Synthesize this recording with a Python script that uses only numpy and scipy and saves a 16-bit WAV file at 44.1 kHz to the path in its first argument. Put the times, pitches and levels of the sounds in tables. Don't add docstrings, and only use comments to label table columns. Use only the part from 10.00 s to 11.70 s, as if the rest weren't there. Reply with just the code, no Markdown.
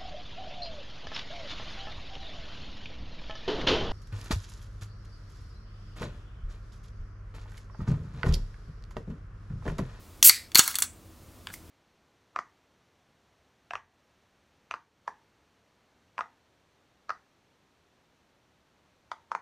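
import sys
import numpy as np
from scipy import signal
from scipy.fft import rfft, irfft
from scipy.io import wavfile
from scipy.ndimage import uniform_filter1d

SR = 44100
rng = np.random.default_rng(int(sys.argv[2]) if len(sys.argv) > 2 else 0)


def unload_audio(sound):
    columns = np.transpose(np.atleast_2d(sound))
    steps = np.round(np.clip(columns, -1, 1) * 32767)
    wavfile.write(sys.argv[1], SR, steps.astype(np.int16))


N = 74970

# (frequency [Hz], relative density [dB])
AIR_SPECTRUM = [(12, -50), (20, -11.5), (86, -3.5), (113, -9.5), (248, -14), (367, -16), (399, -18),
                (718, -19), (780, -23.5), (1220, -22), (1610, -28.5), (13500, -33.5), (16000, -34)]
# (frequency [Hz], level [dB], width of each of two resonator passes [Hz])
HUM_BANDS = [(41, -69, 8), (84, -59.5, 9), (99, -63, 9), (201.2, -69.5, 2.3), (249, -65, 4.8),
             (322, -65, 6), (363, -78, 6), (531, -78, 7.3)]
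# (time [s], level [dB], pitch rung hardest [Hz], brightness [dB per octave],
# length of the slip [ms], rattle after it [dB], pitch of the rattle [Hz], thump [dB])
SNAP_EVENTS = [(0.2276, -2, 3554, 4, 1.2, -9.5, 5940, -22.5), (0.2953, 0, 4560, 0.5, 2.43, -14, 2080, -17),
               (.518, -37, 3400, -2.5, 2, -12, 2100, -65), (0.5473, -17, 4800, 6.5, 2.5, -0.5, 4400, -28),
               (0.5552, 0.5, 4430, 2., 1.9, -11, 2090, -11), (.5621, -12, 2100, -9, 1.2, -33, 4374, -63),
               (0.5716, -22.5, 4800, 0, 0.41, 8, 4360, -62.5),
               (0.5753, -7, 13500, 11, 0.87, -13, 4646, -60), (0.5774, -18, 13300, -6, .8, -2.5, 7500, -60),
               (0.5841, -3.5, 13500, 2, 1., -5, 6090, -60), (0.5928, 0.5, 6700, -1.5, 2, -5, 3100, -2.5),
               (0.678, -10.5, 11500, 0., 0.71, -10.5, 1570, -70),
               (0.713, -30, 11600, -4, 1.8, -6.5, 3150, -70),
               (0.7437, -25.5, 3270, -2, 0.5, -4.5, 2130, -73),
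               (.7551, -12, 7550, 1.5, 0.78, -9.5, 3400, -70),
               (0.7864, -14, 11800, -2, 2.3, -17.5, 1350, -72), (0.7906, -25, 3400, 0.5, 2, -3, 11600, -83),
               (0.803, -20, 6900, 17.5, 0.32, -8.5, 3410, -63),
               (0.8221, -8, 8850, -2, 0.56, -27.5, 1290, -49.5),
               (0.8241, -11.5, 7500, 2.5, 1.95, -9.5, 3490, -66),
               (1.4708, -21, 3090, -8.5, 0.33, -19.5, 1800, -70),
               (1.488, -42, 2860, -7, 0.54, -4, 2980, -59.5),
               (1.5016, -36.5, 1936, -8.5, .6, -7, 1500, -73.5),
               (1.533, -51, 13500, -11, 0.57, -10.5, 11000, -66.5),
               (1.5394, -35, 2260, -3, 2.05, -15.5, 11000, -68.5)]
# (frequency [Hz], level before leaning [dB], least width [Hz])
LID_MODES = [(950, -18.5, 300), (1352, -11, 390), (1616, -12, 210), (2148, -4.5, 380), (2920, -5.5, 100),
             (3473, 0, 110), (4434, 3, 240), (5900, 0.5, 1100), (6780, 1, 800), (7590, 5.5, 220),
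             (8790, 2, 700), (10470, -1, 770), (11420, 0, 900), (13510, -2.5, 1400)]
# (time [s], level of the jet [dB], level of the roar in the can [dB])
GAS_LEVELS = [(0.2286, -18.5, -34), (0.236, -20, -34.5), (.25, -4, -41), (0.277, -5, -34), (0.294, -8, -35),
              (.3, -26.5, -17), (0.313, -38.5, -28.5), (0.361, -39.5, -34), (0.412, -53.5, -46),
              (.46, -62.5, -54), (.51, -82, -72)]
# (frequency [Hz], relative density [dB])
JET_SPECTRUM = [(290, -62), (1000, -45), (1300, -31), (3000, -19), (3600, -21.5), (4340, -13.5),
                (4800, -16), (7500, -8), (10500, -6.5), (11500, -2), (16000, -9.5)]
# (frequency [Hz], relative level [dB], width of each of two passes [Hz])
CAN_AIR_MODES = [(2000, -4, 800), (4500, 0, 1500)]
# (frequency [Hz], time to fall 60 dB [s])
ROOM_DECAY = [(500, .2), (1200, 0.16), (2200, .3), (4500, 0.14), (8000, .27), (14000, 0.091)]
# (time [s], level [dB])
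TEAR_LEVELS = [(.556, -42), (.59, -15), (.61, -31), (.64, -26.5), (.675, -30), (.70, -30), (.735, -39),
               (.77, -47.5), (.81, -44), (.84, -29.5), (.865, -50), (.88, -67)]
# (time [s], level [dB])
RUB_LEVELS = [(1.515, -61), (1.53, -52), (1.54, -41.5), (1.555, -53), (1.575, -60), (1.6, -70.5)]
# (lower edge [Hz], upper edge [Hz])
RUB_BAND = (4000, 14800)

AIR_DB = -52
FOCUS_DB, RATTLE_FOCUS_DB = 15, 8
ALSO_DB = 11
FOCUS_OCT = 0.28
RISE_MS, DETUNE = 0.12, 0.033
JAG_DB = -7.0
RATTLE_MS, THUMP_HZ = 7.7, 300
THIN_HZ = 891
JET_FLICKER_DB = 1.2
WHISTLE_HZ, WHISTLE_WIDTH_HZ, WHISTLE_DB = 11800, 710, -16.5
ROOM_DB, SIDE_DB = -13.5, -17.5
TEAR_PER_S, TEAR_SPREAD_DB, TEAR_AIR_DB = 4000, 2.5, -3.0
DUCK_SHARE, DUCK_FROM_DB, RECOVER_DB_PER_S = 0.12, -38, 32
CEILING, EDGE_HZ = 1.2, 16000


def gain_of(db):
    return 10 ** (np.asarray(db) / 20)


def evened(x):
    return x / np.sqrt(np.mean(x ** 2) + 1e-20)


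def read(points, hz):
    f, value = np.transpose(points)
    return np.interp(np.log(hz + 1), np.log(f + 1), value)


def level(curve):
    s, db = np.transpose(curve)
    return gain_of(np.interp(np.arange(N) / SR, s, db, -200, -200))


def coloured(spectrum):
    bins = rfft(rng.standard_normal(N))
    bins *= gain_of(read(spectrum, np.fft.rfftfreq(N, 1 / SR)))
    return evened(irfft(bins, N))


def resonate(x, hz, width_hz):
    r = np.exp(-np.pi * width_hz / SR)
    return 2 * signal.lfilter([1 - r], [1, -r * np.exp(2j * np.pi * hz / SR)], x).real


def resonate_twice(x, hz, width_hz):
    return resonate(resonate(x, hz, width_hz), hz, width_hz)


def resonant_noise(hz, width_hz):
    return evened(resonate_twice(rng.standard_normal(N), hz, width_hz))


def thinned(x):
    return signal.sosfilt(signal.butter(4, THIN_HZ, "highpass", fs=SR, output="sos"), x)


def kitchen():
    hum = sum(gain_of(db) * resonant_noise(hz, width) for hz, db, width in HUM_BANDS)
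    return gain_of(AIR_DB) * coloured(AIR_SPECTRUM) + hum


def ring(tilt_db, focus_hz, focus_db, hold_ms=0, chance=np.zeros((2, 1, 1)), also_hz=1):
    t = np.arange(600) / SR
    hz, db, width = np.transpose(LID_MODES)[:, :, None]
    lean = tilt_db * np.log2(hz / 4000)
    lean += focus_db * np.exp(-(np.log2(hz / focus_hz) / FOCUS_OCT) ** 2)
    lean += ALSO_DB * np.exp(-(np.log2(hz / also_hz) / FOCUS_OCT) ** 2)
    damping_hz = np.maximum(width, hz / 14)
    decay = np.exp(-np.pi * damping_hz * np.maximum(t - hold_ms / 1000, 0))
    turns = hz * (1 + DETUNE * chance[0]) * t + chance[1]
    modes = gain_of(db + lean) * np.sqrt(width) * decay * np.sin(2 * np.pi * turns)
    out = modes.sum(0) * np.minimum(t * 1000 / RISE_MS, 1)
    return out / np.linalg.norm(out)


def snaps():
    rung, push = np.zeros(N + 8000), np.zeros(N + 8000)
    t = np.arange(2500) / SR
    jags = rng.standard_normal((len(SNAP_EVENTS), len(t)))
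    chances = rng.uniform(-1, 1, (len(SNAP_EVENTS), 2, len(LID_MODES), 1))
    for event, jag, chance in zip(SNAP_EVENTS, jags, chances):
        s, db, hz, tilt_db, ms, rattle_db, rattle_hz, thump_db = event
        start = round(s * SR)
        shape = np.exp(-(t / (ms / 1000)) ** 2)
        slip = np.convolve(np.sign(jag) * shape, ring(tilt_db, hz, FOCUS_DB))
        slip *= gain_of(JAG_DB) / np.linalg.norm(slip)
        clean = ring(tilt_db, hz, FOCUS_DB, ms / 2, chance, rattle_hz)
        slip[:len(clean)] += clean
        fading_jag = jag * np.exp(-t / (RATTLE_MS / 1000))
        rattle = np.convolve(fading_jag, ring(tilt_db, rattle_hz, RATTLE_FOCUS_DB))
        snap = np.linalg.norm(shape) * slip + gain_of(rattle_db) * rattle
        rung[start:][:len(slip)] += gain_of(db) * snap
        u = 2 * np.pi * THUMP_HZ * t
        thump = u * (2 - u) * np.exp(-u)
        push[start:][:len(t)] += gain_of(thump_db) * thump
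    return thinned(rung[:N]) + push[:N]


def gas():
    flicker = evened(uniform_filter1d(rng.standard_normal(N), size=90))
    whistle = resonant_noise(WHISTLE_HZ, WHISTLE_WIDTH_HZ)
    jet = evened(coloured(JET_SPECTRUM) + gain_of(WHISTLE_DB) * whistle)
    roar = evened(sum(gain_of(db) * resonant_noise(hz, width) for hz, db, width in CAN_AIR_MODES))
    curve = np.array(GAS_LEVELS)
    steady = level(curve[:, :2]) * jet + level(curve[:, ::2]) * roar
    return thinned(gain_of(JET_FLICKER_DB * flicker) * steady)


def room(x):
    hz, t, z = signal.stft(rng.standard_normal(SR // 2), SR, nperseg=256)
    fading = z * gain_of(-60 * t / read(ROOM_DECAY, hz)[:, None])
    tail = signal.istft(fading, SR, nperseg=256)[1]
    tail[:100] = 0
    return signal.fftconvolve(x, tail / np.linalg.norm(tail))[:N]


def tear():
    size = gain_of(TEAR_SPREAD_DB * np.minimum(rng.exponential(1, N), 4))
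    slips = size * (rng.random(N) < TEAR_PER_S / SR)
    slips = evened(slips * rng.choice([-1., 1.], N))
    rung = signal.oaconvolve(slips, ring(tilt_db=2.04, focus_hz=1460, focus_db=12.5))[:N]
    direct = np.diff(slips, prepend=0)
    return level(TEAR_LEVELS) * evened(rung + gain_of(TEAR_AIR_DB) * direct)


def rub():
    band = signal.butter(2, RUB_BAND, "bandpass", fs=SR, output="sos")
    return level(RUB_LEVELS) * evened(signal.sosfilt(band, rng.standard_normal(N)))


def scene():
    can = snaps() + gas() + thinned(tear()) + rub()
    mid = can + gain_of(ROOM_DB) * room(thinned(can)) + kitchen()
    side = kitchen()
    side += gain_of(-6.0) * room(resonate_twice(can, 2300, 1800))
    side += gain_of(-26.0) * room(can)
    side *= gain_of(SIDE_DB)
    return np.array([mid + side, mid - side])


def record(dry):
    power = signal.lfilter([1 / 400], [1, 1 / 400 - 1], (dry ** 2).mean(0))
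    power_db = 10 * np.log10(power + 1e-12)
    fall = np.arange(N) * RECOVER_DB_PER_S / SR
    held_db = np.maximum.accumulate(power_db + fall) - fall
    over_db = np.maximum(held_db - DUCK_FROM_DB, 0)
    clipped = np.clip(dry / gain_of(DUCK_SHARE * over_db), -CEILING, CEILING)
    band_limit = signal.firwin(511, EDGE_HZ, window=("kaiser", 9), fs=SR)
    return signal.oaconvolve(clipped, band_limit[None], "same")


dry = scene()
out = record(dry)
unload_audio(out)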